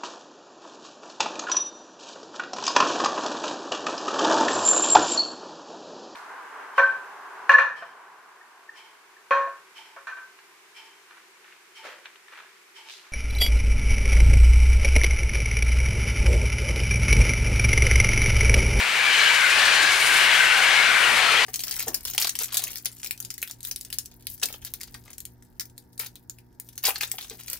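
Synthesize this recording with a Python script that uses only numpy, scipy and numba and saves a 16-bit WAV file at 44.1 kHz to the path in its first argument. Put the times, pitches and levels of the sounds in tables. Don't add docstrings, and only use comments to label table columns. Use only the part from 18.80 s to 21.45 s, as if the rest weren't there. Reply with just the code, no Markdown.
import sys
import numpy as np
from scipy import signal
from scipy.fft import rfft, irfft, next_fast_len
from scipy.io import wavfile
from scipy.ndimage import uniform_filter1d
from numba import njit

SR = 44100
rng = np.random.default_rng(int(sys.argv[2]) if len(sys.argv) > 2 else 0)


def transcribe(u):
    v = np.clip(np.atleast_2d(u).T, -1, 1)
    q = np.round(v * 32767).astype(np.int16)
    wavfile.write(sys.argv[1], SR, q)


def how_loud(loudness_db):
    steps = np.asarray(loudness_db, float) / 20
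    return 10 ** steps


N = 116865

SPEED_M_S, TRACK_DISTANCE_M, SOUND_SPEED_M_S = 27.8, 12, 343

# [f/Hz, level/dB]
ROAR_SPECTRUM = [(20, -25.5), (290, -23), (440, -16), (1250, -6), (1700, -2), (2300, -1.5), (5340, -17),
                 (15600, -28.5)]
# [t/s, rail level/dB, wheel disc level/dB]
ROAR_LEVELS = [(0, -32.5, -32.5), (.14, -35, -33.5), (.2, -33, -32.5), (.45, -31, -30), (.62, -33.5, -30.5),
               (.8, -29.5, -30), (1.0, -30.5, -30.5), (1.18, -31, -33.5), (1.4, -30, -28), (1.6, -31, -29),
               (1.95, -30, -30.5), (2.1, -29.5, -30.5), (2.2, -30, -31), (2.33, -27, -31.5),
               (2.5, -29.5, -31.5), (2.65, -30.5, -31)]
ROAR_DB, SWELL_DB, FLICKER_DB, DISC_FLICKER_DB = 9.5, 0.72, 1.1, -0.4
CROSSOVER_HZ, MODAL_TOP_HZ = 1360, 3440

# [t/s, low ring f/Hz, low level/dB, high ring f/Hz, high level/dB]
WHEELSETS = [(.03, 1730, -52, 2294, -30), (.18, 1650, -36, 2315, -32.5), (.29, 1647, -28, 2300, -26),
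             (.43, 1624, -25.5, 2327, -24.5), (.54, 1583, -26, 2245, -30), (.65, 1520, -26, 2104, -28),
             (.74, 1610, -34, 2460, -29), (.83, 1740, -26, 2170, -52), (.95, 1620, -24, 2390, -33),
             (1.07, 1598, -25.5, 2270, -32), (1.16, 1620, -30, 2255, -29), (1.33, 1580, -29, 2275, -28.5),
             (1.47, 1550, -29.5, 2155, -30), (1.61, 1564, -24, 2154, -30), (1.75, 1464, -25, 2245, -26.5),
             (1.88, 1617, -27, 2020, -33), (1.97, 1650, -25.5, 2180, -23.5), (2.08, 1440, -28.5, 2150, -29),
             (2.16, 1495, -27.5, 2394, -30), (2.28, 1380, -29.5, 1970, -29.5),
             (2.39, 1710, -34, 2260, -29.5), (2.50, 1316, -29, 2430, -31.5), (2.60, 1930, -34, 2380, -38)]
RING_WIDTHS = (95, 59)
WHEEL_BEAM_M = 2.36
RING_WAVER, RING_FLUTTER_DB = 0.0086, 1
STEADINESS, STEADY_S = 0.27, 0.021

# [t/s, f/Hz, level/dB]
LONE_MODES = [(.10, 2290, -42), (.17, 2340, -27), (.35, 2070, -29), (.36, 3100, -29), (.39, 2380, -33),
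              (.66, 1490, -26), (.84, 1750, -28), (.55, 3000, -30.5), (.90, 2410, -28), (1.10, 2190, -30),
              (1.23, 2210, -25.5), (1.41, 2190, -33), (1.51, 2130, -27), (1.57, 2930, -35),
              (2.07, 2170, -31), (2.05, 2720, -30), (2.17, 1540, -26), (2.31, 2300, -28.5),
              (2.54, 2420, -29), (2.62, 1960, -31), (.39, 6400, -39), (1.03, 7400, -45), (1.22, 8900, -42),
              (1.96, 7200, -43), (.42, 4100, -33), (.44, 4400, -41), (.46, 3000, -27), (.51, 952, -32.5),
              (.79, 4150, -34), (.80, 650, -41), (.87, 3660, -38), (.89, 4400, -31), (1.00, 4350, -37),
              (1.02, 3900, -34), (1.04, 4100, -37), (1.05, 295, -45), (1.31, 3950, -39), (1.33, 332, -48.5),
              (1.45, 2790, -30), (1.54, 3300, -33), (1.70, 2740, -29), (1.70, 910, -38.5),
              (1.79, 790, -35.5), (1.85, 2800, -30), (1.92, 3280, -32), (1.95, 755, -35), (1.96, 2940, -37),
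              (2.01, 4000, -36), (2.25, 2840, -33), (2.28, 980, -39), (2.35, 760, -41.5), (2.40, 3340, -32),
              (2.57, 3240, -29), (2.57, 450, -39), (2.58, 773, -41)]
FLARE_BEAM_M, FLARE_WIDTH = 1.14, 0.023

# [t/s, level/dB, beam/m, brightness/(dB per octave)]
ROUGH_BOGIES = [(.24, -29, 5.5, -8), (.42, -26.5, 3.7, 0), (.56, -36.5, 2.3, 26), (.80, -27, 3.6, -4),
                (.88, -35.5, 2.2, 7), (1.03, -24.5, 5.2, 6.5), (1.38, -27.5, 7.9, -3),
                (1.53, -38, 2.5, -17), (1.72, -32.5, 2.8, -32), (1.96, -26, 5, -1.5), (2.25, -26, 1.4, -22),
                (2.41, -30.5, 2.3, -3), (2.59, -26, 6.8, -1)]
# [f/Hz, width/Hz, level/dB]
GRIND_MODES = [(2660, 280, -4), (2977, 100, -4), (3520, 850, -2), (4155, 120, -7), (4710, 150, -10.5),
               (5550, 1300, -8), (6950, 600, -18.5)]
GRIND_FLUTTER_DB, BOGIE_SHUDDER_DB = 1.14, 1.37

# [t/s, scuff level/dB, hiss level/dB]
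TREAD_STRIKES = [(.385, -42, -55), (.44, -42, -43), (.545, -34, -49), (.605, -38, -52), (0.701, -34, -45),
                 (.790, -35.5, -54), (.855, -33, -46), (.880, -45, -51), (.945, -36, -48),
                 (1.023, -32, -41), (1.121, -33.5, -42), (1.205, -35, -41), (1.265, -33, -36),
                 (1.335, -40, -39), (1.370, -38, -38), (1.440, -44, -44), (1.540, -38, -45),
                 (1.645, -38, -47), (1.775, -40, -41), (1.830, -35, -48), (1.95, -45, -53),
                 (2.238, -39.5, -48), (2.370, -38, -40), (2.520, -40, -50), (2.630, -41, -50)]
STRIKE_RISE_S, STRIKE_FALL_S, STRIKE_DB = 0.0052, 0.019, 9.5
SCUFF_HZ, SCUFF_WIDTH_HZ = 5630, 4200
HISS_HZ, HISS_WIDTH_HZ = 11400, 6700

# [t/s, level/dB, beam/m, centre f/Hz]
AIR_LEAKS = [
    (.66, -41.5, 3.4, 9000),
    (1.13, -39, 5, 9900),
    (1.24, -32.5, 2.6, 9700),
    (1.27, -43, 2, 12500),
    (1.36, -36, 2.9, 10100),
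    (1.75, -51, 3.1, 9250),
    (2.30, -37, 5.0, 8650),
]
LEAK_WIDTH_HZ, LEAK_PAN_DB, LEAK_FLUTTER_DB = 6900, -3.5, 2

# [f/Hz, left minus right level/dB]
PORT_LEVELS = [(60, 5.5), (380, 0.5), (900, 6.5), (2400, 5), (3800, 6), (6000, 4.5), (8800, -1.5),
               (14000, 1.5)]
# [f/Hz, likeness/(0 to 1)]
PORT_COHERENCE = [(30, 0.61), (120, 0.7), (450, 0.99), (1300, 0.84), (2500, 0.82), (5000, 0.74),
                  (8000, 0.4), (9900, 0.84), (11700, 0.7)]
# [f/Hz, phase/rad]
PORT_LEAD = [(60, 0.57), (700, -0.28), (1200, 0.36), (1500, -0.88), (3300, -0.16), (6500, -0.69),
             (9000, -0.13), (15300, -.1)]
# [t/s, left minus right level/dB]
TRAIN_DRIFT = [(0, -0.5), (.6, 1.3), (1.3, 1), (1.8, 1.1), (2.2, 3), (2.65, 1.5)]
# [f/Hz, level/dB]
CAPSULE_RESPONSE = [(6000, 0.5), (8200, 3), (9900, 3.2), (10500, -0.5), (12500, -4), (14000, -2.5),
                    (15600, -5.5)]


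def level(x, db):
    return x * how_loud(db) / np.sqrt(np.mean(x ** 2))


def by_hz(table, hz):
    table = np.array(table, float)
    return np.interp(np.log(np.maximum(hz, 1)), np.log(table[:, 0]), table[:, 1])


def walk(rate):
    hold = int(SR / rate)
    w = np.repeat(rng.standard_normal(N // hold + 1), hold)
    w = uniform_filter1d(uniform_filter1d(w, hold), hold)[:N]
    return w / w.std()


def passing(t, passes_s, beam_m):
    along_m = SPEED_M_S * (t - passes_s)
    recession_m_s = SPEED_M_S * along_m / np.hypot(along_m, TRACK_DISTANCE_M)
    pitch = 1 / (1 + recession_m_s / SOUND_SPEED_M_S)
    gain = (1 + (along_m / beam_m) ** 2 / 2) ** -2
    return pitch, gain


@njit
def svf(x, hz, width, sr):
    y = np.empty_like(x)
    for c in range(x.shape[0]):
        band, low = 0., 0.
        for i in range(x.shape[1]):
            g = np.tan(np.pi * hz[i] / sr)
            damping = width / hz[i]
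            v = (band + g * (x[c, i] - low)) / (1 + g * (g + damping))
            band = 2 * v - band
            low = low + 2 * g * v
            y[c, i] = damping * v
    return y


def resonance(hz, width_hz):
    hz = np.clip(hz * np.ones(N), 20, SR / 2.3)
    noise = rng.standard_normal((2, N))
    narrow = svf(noise, hz, 1. * width_hz, 1. * SR)
    return level(svf(narrow, hz, 5.7 * width_hz, 1. * SR), 0)


def ring(hz, width_hz):
    x = resonance(hz, width_hz)
    k = int(STEADY_S * SR)
    power = uniform_filter1d(uniform_filter1d(x ** 2, k), k)
    return level(x / power ** (STEADINESS / 2), 0)


def rails(t):
    hz = np.fft.rfftfreq(N, 1 / SR)
    colour = how_loud(by_hz(ROAR_SPECTRUM, hz))
    noise = rfft(rng.standard_normal((2, N))) * colour / np.sqrt(np.mean(colour ** 2))
    s, rail_db, disc_db = np.array(ROAR_LEVELS).T
    swell = walk(rate=31)
    out = 0
    for centre in 20 * 2 ** np.arange(0, 10, 1 / 8):
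        octaves = np.log2(np.maximum(hz, 20) / centre)
        share = np.cos(np.pi / 2 * np.clip(8 * octaves, -1, 1)) ** 2
        disc = 1 / (1 + (CROSSOVER_HZ / centre) ** 4)
        modal = 1 / (1 + (centre / MODAL_TOP_HZ) ** 2)
        db = ROAR_DB + np.interp(t, s, rail_db + disc * (disc_db - rail_db))
        db = db + (1 - modal) * SWELL_DB * swell
        db = db + modal * (FLICKER_DB + disc * DISC_FLICKER_DB) * walk(rate=15)
        out = out + irfft(noise * share, next_fast_len(N))[:, :N] * how_loud(db)
    return out


def wheels(t):
    out = 0
    for s, low_hz, low_db, high_hz, high_db in WHEELSETS:
        pitch, gain = passing(t, s, WHEEL_BEAM_M)
        for hz, db, width_hz in zip((low_hz, high_hz), (low_db, high_db), RING_WIDTHS):
            waver = 1 + RING_WAVER * walk(rate=18)
            loudness = gain * how_loud(db + RING_FLUTTER_DB * walk(rate=32))
            out = out + loudness * ring(hz * pitch * waver, width_hz)
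    return out


def flares(t):
    out = 0
    for s, hz, db in LONE_MODES:
        pitch, gain = passing(t, s, FLARE_BEAM_M)
        out = out + gain * how_loud(db) * ring(hz * pitch, FLARE_WIDTH * hz + 40)
    return out


def bogies(t):
    out = 0
    lowest_hz = GRIND_MODES[0][0]
    for s, db, beam_m, tilt_db in ROUGH_BOGIES:
        pitch, gain = passing(t, s, beam_m)
        grind = 0
        for hz, width_hz, mode_db in GRIND_MODES:
            mode_db = mode_db + tilt_db * np.log2(hz / lowest_hz) + GRIND_FLUTTER_DB * walk(rate=14)
            grind = grind + how_loud(mode_db) * resonance(hz * pitch, width_hz)
        out = out + gain * how_loud(BOGIE_SHUDDER_DB * walk(rate=24)) * level(grind, db)
    return out


def treads(t):
    s, scuff_db, hiss_db = np.array(TREAD_STRIKES).T
    since = np.maximum(t - s[:, None] + STRIKE_RISE_S, 0)
    shape = (1 - np.exp(-since / STRIKE_RISE_S)) * np.exp(-since / STRIKE_FALL_S)
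    scuff = how_loud(scuff_db + STRIKE_DB) @ shape * resonance(SCUFF_HZ, SCUFF_WIDTH_HZ)
    hiss = how_loud(hiss_db + STRIKE_DB) @ shape * resonance(HISS_HZ, HISS_WIDTH_HZ)
    return scuff + hiss


def leaks(t):
    out = 0
    for s, db, beam_m, hz in AIR_LEAKS:
        pitch, gain = passing(t, s, beam_m)
        flutter = LEAK_FLUTTER_DB * walk(rate=23)
        out = out + gain * how_loud(db + flutter) * resonance(hz * pitch, LEAK_WIDTH_HZ)
    return out


def ports(pair):
    hz = np.fft.rfftfreq(N, 1 / SR)
    common, differing = rfft(pair)
    like = np.clip(by_hz(PORT_COHERENCE, hz), 0, 1)
    mid = common * np.sqrt((1 + like) / 2)
    side = differing * np.sqrt((1 - like) / 2)
    tilt = how_loud(by_hz(PORT_LEVELS, hz) / 2) * np.exp(.5j * by_hz(PORT_LEAD, hz))
    return irfft(np.array([(mid + side) * tilt, (mid - side) / tilt]), N)


def pan(db):
    return how_loud(np.array([[.5], [-.5]]) * db)


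def scene():
    t = np.arange(N) / SR
    train = ports(rails(t) + wheels(t) + flares(t) + bogies(t) + treads(t))
    drift_db = np.interp(t, *np.array(TRAIN_DRIFT).T)
    return pan(drift_db) * train + pan(LEAK_PAN_DB) * ports(leaks(t))


def band_limit(x):
    return signal.sosfilt(signal.butter(12, 15800, fs=SR, output="sos"), x)


def record(dry):
    hz = np.fft.rfftfreq(N, 1 / SR)
    headroom, top_hz = .95, 15830
    coloured = irfft(rfft(dry) * how_loud(by_hz(CAPSULE_RESPONSE, hz)), N)
    rounded = headroom * np.tanh(coloured / headroom)
    mix = irfft(rfft(rounded) * (hz < top_hz), N)
    return band_limit(mix)


dry = scene()
out = record(dry)
transcribe(out)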